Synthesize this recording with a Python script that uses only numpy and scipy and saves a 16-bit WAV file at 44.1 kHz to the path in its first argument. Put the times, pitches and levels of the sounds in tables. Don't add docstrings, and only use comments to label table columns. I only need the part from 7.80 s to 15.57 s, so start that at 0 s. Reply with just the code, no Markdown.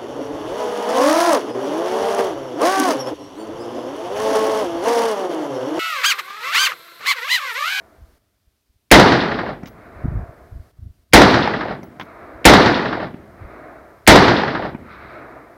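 import sys
import numpy as np
from scipy import signal
from scipy.fft import rfft, irfft, next_fast_len
from scipy.io import wavfile
from scipy.ndimage import uniform_filter1d, map_coordinates

SR = 44100
rng = np.random.default_rng(int(sys.argv[2]) if len(sys.argv) > 2 else 0)


def rack_gain(trim_db):
    fader = np.asarray(trim_db, float)
    return 10 ** (fader / 20)


def generate_wav(sig):
    pcm = np.round(np.clip(np.atleast_2d(sig).T, -1, 1) * 32767).astype(np.int16)
    wavfile.write(sys.argv[1], SR, pcm)


N = 342651

# (time [s], peak [dB], hammer tick level [dB])
SHOTS = [
    (1.114, 3, -26.5),
    (3.334, 3, -26),
    (4.653, 3.5, -18),
    (6.275, 4, -16),
]


def unit(x):
    return x / np.sqrt(np.mean(x ** 2) + 1e-20)


def along(points, hz):
    f, v = np.transpose(points)
    return np.interp(np.log(hz + 1), np.log(f + 1), v)


def noise(spectrum, count=N):
    m = next_fast_len(count + 8192)
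    hz = np.fft.rfftfreq(m, 1 / SR)
    coloured = rfft(rng.standard_normal(m)) * rack_gain(along(spectrum, hz))
    return unit(irfft(coloured, m)[:count])


def ring(modes, t):
    return sum(rack_gain(db - 60 * t / t60) * np.sin(2 * np.pi * hz * t) for hz, db, t60 in modes)


def add(x, s, sound):
    part = x[round(s * SR):][:len(sound)]
    part += sound[:len(part)]


def lumps(shape, depth_db):
    field = uniform_filter1d(rng.standard_normal(shape), size=7, axis=0)
    field = uniform_filter1d(field, size=9, axis=1)
    return depth_db * unit(field)


def fired():
    return [-1.418] + [s for s, *_ in SHOTS]


def gate():
    # (start [s], end [s], share opened [0 to 1])
    stir = (2.97, 3.24, .4)
    t = np.arange(N) / SR
    held = np.any([(t > s + .35) & (t < s + 1.801) for s in fired()], axis=0)
    held = held | (t > SHOTS[1][0])
    start, end, share = stir
    return np.maximum(held, share * (t > start) * (t < end))


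def hiss():
    # (frequency [Hz], level per Hz [dB])
    hiss_colour = [(120, -32.5), (200, 0), (245, 0), (458, -9), (560, -15), (4820, -12.5), (7490, -17.5),
                   (14500, -15.5), (16200, -22.5)]
    return rack_gain(-72.5 + 7 * gate()) * noise(hiss_colour)


def wind():
    # (time [s], level [dB])
    low_level = [
        [(0, -62), (.19, -55), (.52, -67), (.96, -72.5), (1.5, -47), (2.1, -46.5), (2.35, -24), (2.51, -50),
         (2.8, -40), (2.93, -56), (3.04, -47), (3.32, -62), (4.2, -53.5), (4.55, -48), (5.7, -48), (6.2, -54.5),
         (7.1, -43), (7.77, -56)],
    ]
    # (frequency [Hz], level per Hz [dB])
    rumble = [(15, -40.5), (30, -16), (55, 0), (90, -3.5), (120, -10), (200, -17), (400, -29.5), (880, -92)]
    # (time [s], length [s], peak [dB], eddy pitch [Hz], fade [dB per eddy])
    gusts = [(0.18, 0.056, -43, 60, -8), (.195, .05, -43, 55, -4), (0.281, .08, -47.5, 56, 3),
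             (0.668, .01, -52, 51, 0), (0.894, .01, -55, 55, 0), (0.953, .01, -55, 59, -2),
             (2.163, .05, -34, 62, 7), (2.243, .01, -18.5, 105, 0), (2.253, .01, -12, 188, 0),
             (2.279, .16, -13, 98, 2.5), (2.49, .01, -30, 91.5, 1), (2.72, .08, -26.5, 73.1, 1.5),
             (2.987, .13, -30, 86, 0.5), (3.189, .01, -52, 56, 0), (4.55, .01, -35, 72, 0),
             (5.617, 0.011, -30, 80, 0), (5.642, .04, -30, 57, 8), (3.315, .01, -37.5, 120, 0),
             (6.254, 0.0091, -38, 80, 0), (7.25, .01, -34, 237, 0)]
    shed_s, eddy_cycles = .037, 0.45
    slacken = .947
    low_db = np.interp(np.arange(N) / SR, *np.transpose(low_level[0]))
    out = rack_gain(low_db - 4.0) * noise(rumble)
    t = np.arange(-SR // 20, SR // 20) / SR
    churn = noise(rumble)
    for s, length, db, hz, fade in gusts:
        chance = rng.standard_normal((8, 3))
        span = round((length + shed_s) * SR)
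        puff = np.hanning(span) * churn[round(s * SR):][:span]
        add(out, s - shed_s / 2, rack_gain(db - 10.5) * puff)
        for k in range(int(length / shed_s) + 1):
            late, size, pitch = chance[k] * (k > 0)
            u = t * hz * slacken ** k * np.exp(.1 * pitch) - .6
            push = np.exp(-(u / eddy_cycles) ** 2) * np.sin(2 * np.pi * u + 0.33)
            push_db = db + 1.2 - fade * k + 1.5 * size
            add(out, s + k * shed_s + 0.00073 * late - 1 / 20, rack_gain(push_db) * push)
    return out


def sleeve():
    # (time [s], level [dB], width [s])
    rustles = [
        (7.13, -59, .04),
        (7.3, -62.5, .06),
    ]
    # (frequency [Hz], level per Hz [dB])
    cloth = [(1500, -40), (3000, -6), (3900, 2), (5000, -9), (8000, -50)]
    t = np.arange(N) / SR
    strokes = sum(rack_gain(db) * np.exp(-((t - s) / width) ** 2) for s, db, width in rustles)
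    return strokes * noise(cloth)


def knocks():
    # (time [s], peak [dB])
    hits = [
        (3.675, 2.5),
        (6.635, 1.5),
    ]
    # (frequency [Hz], level [dB], time to fall 60 dB [s])
    gear = [(817, -5, 0.023), (1730, -5.5, 0.012), (2700, -19, 0.01), (5060, -23, .01)]
    out, t = np.zeros(N), np.arange(SR // 10) / SR
    for s, db in hits:
        add(out, s, rack_gain(db - 1.5) * np.minimum(t / 0.00075, 1) * ring(gear, t))
    return out


def cases():
    # (time [s], tap level [dB], tap pitch [Hz], grit level [dB], thud level [dB])
    contacts = [(1.8322, -23.5, 734, -56, -26.5), (1.8573, -29, 1980, -65, -42),
                (1.8722, -30.5, 1070, -47, -50), (1.883, -37, 1210, -52, -60),
                (4.0307, -25.5, 690, -51.5, -32), (4.1972, -15, 1030, -49, -36),
                (4.2106, -16.5, 1120, -51, -39), (4.22, -36, 1220, -58, -36), (4.2308, -29, 743, -61, -36),
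                (4.2532, -44, 1310, -67, -46), (5.341, -31, 890, -76, -25.5), (6.9464, -22, 773, -70, -23)]
    # (frequency [Hz], level per Hz [dB])
    dirt = [(2000, -16), (3500, -6), (6000, 1.5), (7500, -17), (12000, -14), (16000, -24)]
    # (frequency [Hz], time to fall 60 dB [s], spin flutter [per s])
    brass = [(12450, .17, 58), (15720, .2, 54)]
    # (time [s], lower mode level [dB], upper mode level [dB])
    pings = [
        (1.860, -78, -57),
        (1.873, -59, -68),
        (4.034, -64, -60),
        (4.198, -66, -68),
        (4.224, -65, -71),
    ]
    # (frequency [Hz], level [dB], time to fall 60 dB [s])
    flight = (13900, -50, .12)
    out, t = np.zeros(N), np.arange(SR // 3) / SR
    for s, db, hz, grit_db, thud_db in contacts:
        colour = [(hz * 0.26, -26), (hz, 0), (hz * 1.77, -12), (hz * 1.94, -4),
                  (hz * 2.13, -16), (hz * 3.1, -12), (hz * 7, -60)]
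        tap = rack_gain(db - 9 - 60 * t / 0.058) * noise(colour, count=len(t))
        grit = rack_gain(grit_db + 3.5 - 60 * t / 0.038) * noise(dirt, count=len(t))
        late = t - .0045
        thud = rack_gain(thud_db + 6.5) * np.exp(-(late / 0.0025) ** 2) * np.cos(2 * np.pi * 215 * late)
        add(out, s, (tap + grit + thud) * np.minimum(t / 0.00052, 1))
    for s, *levels in pings:
        for db, (hz, t60, spin) in zip(levels, brass):
            flutter = np.abs(np.sin(np.pi * spin * t))
            add(out, s, flutter * ring([(hz, db + 9.0, t60)], t))
    hz, db, t60 = flight
    whistle = noise([(hz * .85, -60), (hz, 0), (hz * 1.12, -60)], count=len(t))
    add(out, 3.505, rack_gain(db - 60 * t / t60) * whistle)
    return out


def scrub():
    # (frequency [Hz], level per Hz [dB])
    haze = [(5000, -21), (7000, -5), (9000, 3.5), (11000, -6.5), (14000, -14.5), (16000, -28)]
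    out, t = np.zeros(N), np.arange(SR // 2) / SR
    for s, *_ in SHOTS:
        fade = rack_gain(-40.5 - 60 * t / 0.69) * np.minimum(t / .05, 1)
        add(out, s, fade * noise(haze, count=len(t)))
    return out


def hillside():
    # (frequency [Hz], level per Hz [dB])
    roll_colour = [(76, -33.5), (130, -1), (155, -10.5), (323, 1.5), (517, -3), (667, 4), (815, -6.5),
                   (1170, -6.5), (1680, -10), (1980, -14.5), (2170, -17), (3200, -41.5), (4160, -74),
                   (7040, -120)]
    # (frequency [Hz], level per Hz [dB])
    edge_colour = [(590, -34), (1000, -3.5), (1070, -5.5), (1260, 2.5), (1830, -8.5), (2170, -5),
                   (3040, -28), (3940, -23.5), (6500, -46), (8450, -73.5), (14300, -120)]
    arrivals = [.9, .88, .95, .98, .84]
    # (roll lift [dB], bright level [dB])
    far = [
        (-4.5, -67.5),
        (-0.5, -66.5),
        (0, -64.5),
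        (-0.5, -65),
        (0.5, -60),
    ]
    still_db, swell_db = -88, 1.1
    rise, fall, blunt_db = 36, 42, 3.5
    t, slopes = np.arange(N) / SR, rng.standard_normal(250)
    roll, edge = rack_gain(still_db) + 0 * t, rack_gain(still_db - 6) + 0 * t
    for s, arrive, (lift_db, bright_db) in zip(fired(), arrivals, far):
        swell = map_coordinates(slopes, [np.clip(t - s, 0, None) * 22])
        late = t - s - 1.203
        slope = np.where(late < 0, rise, fall) * late
        roll = roll + rack_gain(-35 + lift_db - np.hypot(slope, blunt_db) + swell_db * swell)
        held = t - s - arrive
        loss = 90 * np.maximum(-held, 0) + 25 * np.maximum(held - 0.23, 0)
        edge = edge + rack_gain(1.453 * (bright_db - loss) + 45.5 + swell_db * swell)
    return roll * noise(roll_colour) + edge * noise(edge_colour)


def banks(t):
    # (delay [s], level [dB], centre [Hz], time to fall 60 dB [s])
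    bank_slaps = [
        (.165, -23, 3550, 0.11),
        (.29, -24, 3490, 0.2),
        (0.403, -16.5, 1370, 0.067),
        (0.428, -28, 3240, 0.053),
        (.476, -22, 1300, .12),
        (.52, -25, 600, 0.23),
        (0.574, -21, 600, 0.18),
    ]
    # (frequency [Hz], level [dB], rise [s], time to fall 60 dB [s])
    hollow = (739, 0.5, .07, 0.35)

    def band(hz, wide):
        colour = [(hz / wide ** 2, -40), (hz / wide, -6), (hz, 0), (hz * wide, -6),
                  (hz * wide ** 2, -40), (hz * wide ** 3, -110)]
        return noise(colour, count=len(t))

    hz, db, rise, t60 = hollow
    out = rack_gain(db - 60 * t / t60) * np.minimum(t / rise, 1) * band(hz, 1.5)
    for s, db, hz, t60 in bank_slaps:
        fade = rack_gain(db - 60 * np.maximum(t - s, 0) / t60)
        out = out + fade * np.clip((t - s) / 0.0018, 0, 1) * band(hz, 1.404)
    return out


def wash(t, land_db):
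    # (frequency [Hz], level per Hz [dB])
    ground = [(25, -32), (60, -8), (150, -2.5), (300, 1.5), (550, -2), (800, -4), (1100, -8.5), (1900, -4),
              (2600, -11), (4000, -6.5), (5700, -10), (6800, -13), (11000, -9.5), (16000, -18)]
    # (frequency [Hz], start [dB], early loss [dB], fade [dB per s], loss past the last berm [dB])
    dying = [(200, -6.5, 0, 41, 1.5), (600, -2, 3.5, 49, 5), (1100, -4, -0.5, 45, 14),
             (2500, -5.5, 6, 52.5, 8.5), (5000, -12, 3, 64.5, 15), (9200, -15.5, 21, 106.5, 5)]
    hz, when, z = signal.stft(noise(ground, count=len(t)), SR, nperseg=256, noverlap=192)
    at, *cols = np.transpose(dying)
    start, early, fade, edge = [along(list(zip(at, c)), hz)[:, None] for c in cols]
    past = np.clip((when - 0.5884) / 0.095, 0, 1)
    level_db = start - early * (1 - np.exp(-when / .05)) - fade * when - edge * past
    air_db = -70 * np.outer(np.maximum(hz / 8000 - 1, 0), when)
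    z = z * rack_gain(level_db + air_db + land_db[:, :len(when)])
    return signal.istft(z, SR, nperseg=256, noverlap=192)[1][:len(t)]


def rifle():
    # (delay [s], lift over the wash [dB], fade [s])
    berms = [(0.043, 3, .01), (.085, 8, .008), (0.121, -2, 0.0043), (0.171, 0.5, 0.024),
             (0.206, 6.5, 0.019), (.29, -6.5, 0.0061), (0.342, 5, 0.0044), (0.404, 7, 0.0077),
             (.476, 8, .022), (0.549, 5.5, 0.045), (0.576, 5, 0.034), (.615, 3, .012)]
    # (frequency [Hz], level per Hz [dB])
    brake = [(300, -22.5), (800, 0), (1300, -13.5), (1950, 4.5), (2700, -14), (4300, -17.5), (5500, -15.5),
             (9000, -21.5)]
    # (frequency [Hz], level [dB], time to fall 60 dB [s])
    boom = [(56.5, -3.5, 0.18), (95, -3, 0.073), (286.7, -8, 0.51)]
    # (delay [s], level [dB])
    near_slaps = [
        (0.082, -19.5),
        (0.117, -39.5),
        (.16, -42.5),
    ]
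    # (frequency [Hz], level per Hz [dB])
    slap_colour = [(2000, -17), (4000, 1), (6500, 0), (9000, -10.5), (14000, -12.5), (16000, -17)]
    out, t = np.zeros(N), np.arange(int(1.3 * SR)) / SR
    lift_db = sum(db * np.exp(-np.maximum(t - s, 0) / fade) * (t >= s) for s, db, fade in berms)
    lift_db = uniform_filter1d(lift_db, size=60) + 9 * np.exp(-t / 0.026)
    land_db = lumps((129, len(t) // 60), depth_db=1.0)
    land = wash(t, land_db)
    slowing = .03 * (1 - np.exp(-t / 0.028)) + 0.14 * t
    roar = rack_gain(15.0 - 60 * t / 0.041) * np.interp(slowing, t, noise(brake, count=len(t)))
    crack = noise(slap_colour, count=len(t))
    slaps = sum(rack_gain(db - 60 * np.maximum(t - s, 0) / 0.071) * np.clip((t - s) / 0.0022, 0, 1)
                for s, db in near_slaps)
    push = ring(boom, t - .016) * np.clip((t - .013) / .004, 0, 1)
    blast = roar + slaps * crack + push + banks(t)
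    onset = 1 - np.exp(-(t / 0.0025) ** 2)
    tick = t[:400]
    for s, db, tick_db in SHOTS:
        answer = (1.006 * land + 0.54 * wash(t, land_db)) * rack_gain(lift_db + 5.5)
        add(out, s - .0012, rack_gain(db - 3.5) * (answer + blast) * onset)
        hammer = noise([(600, -18.5), (2200, 4.0), (5000, -7.0), (8000, -28.5)], count=len(tick))
        add(out, s - .0085, rack_gain(tick_db - 60 * tick / .04) * np.minimum(tick / 0.00081, 1) * hammer)
    return out


def scene():
    far = hillside() * rack_gain(7 * (gate() - 1))
    return (wind() + sleeve() + knocks() + cases() + scrub() + far + rifle())[None]


def top_cut(x):
    return signal.sosfilt(signal.butter(12, 16370, fs=SR, output="sos"), x)


def record(dry):
    x = dry + hiss()
    x = x / (1 + np.abs(x / 1.1) ** 7) ** (1 / 7)
    x = signal.sosfilt(signal.cheby1(12, .5, 15900, fs=SR, output="sos"), x)
    x = np.clip(x, -1, 1)
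    return top_cut(x)


dry = scene()
out = record(dry)
generate_wav(out)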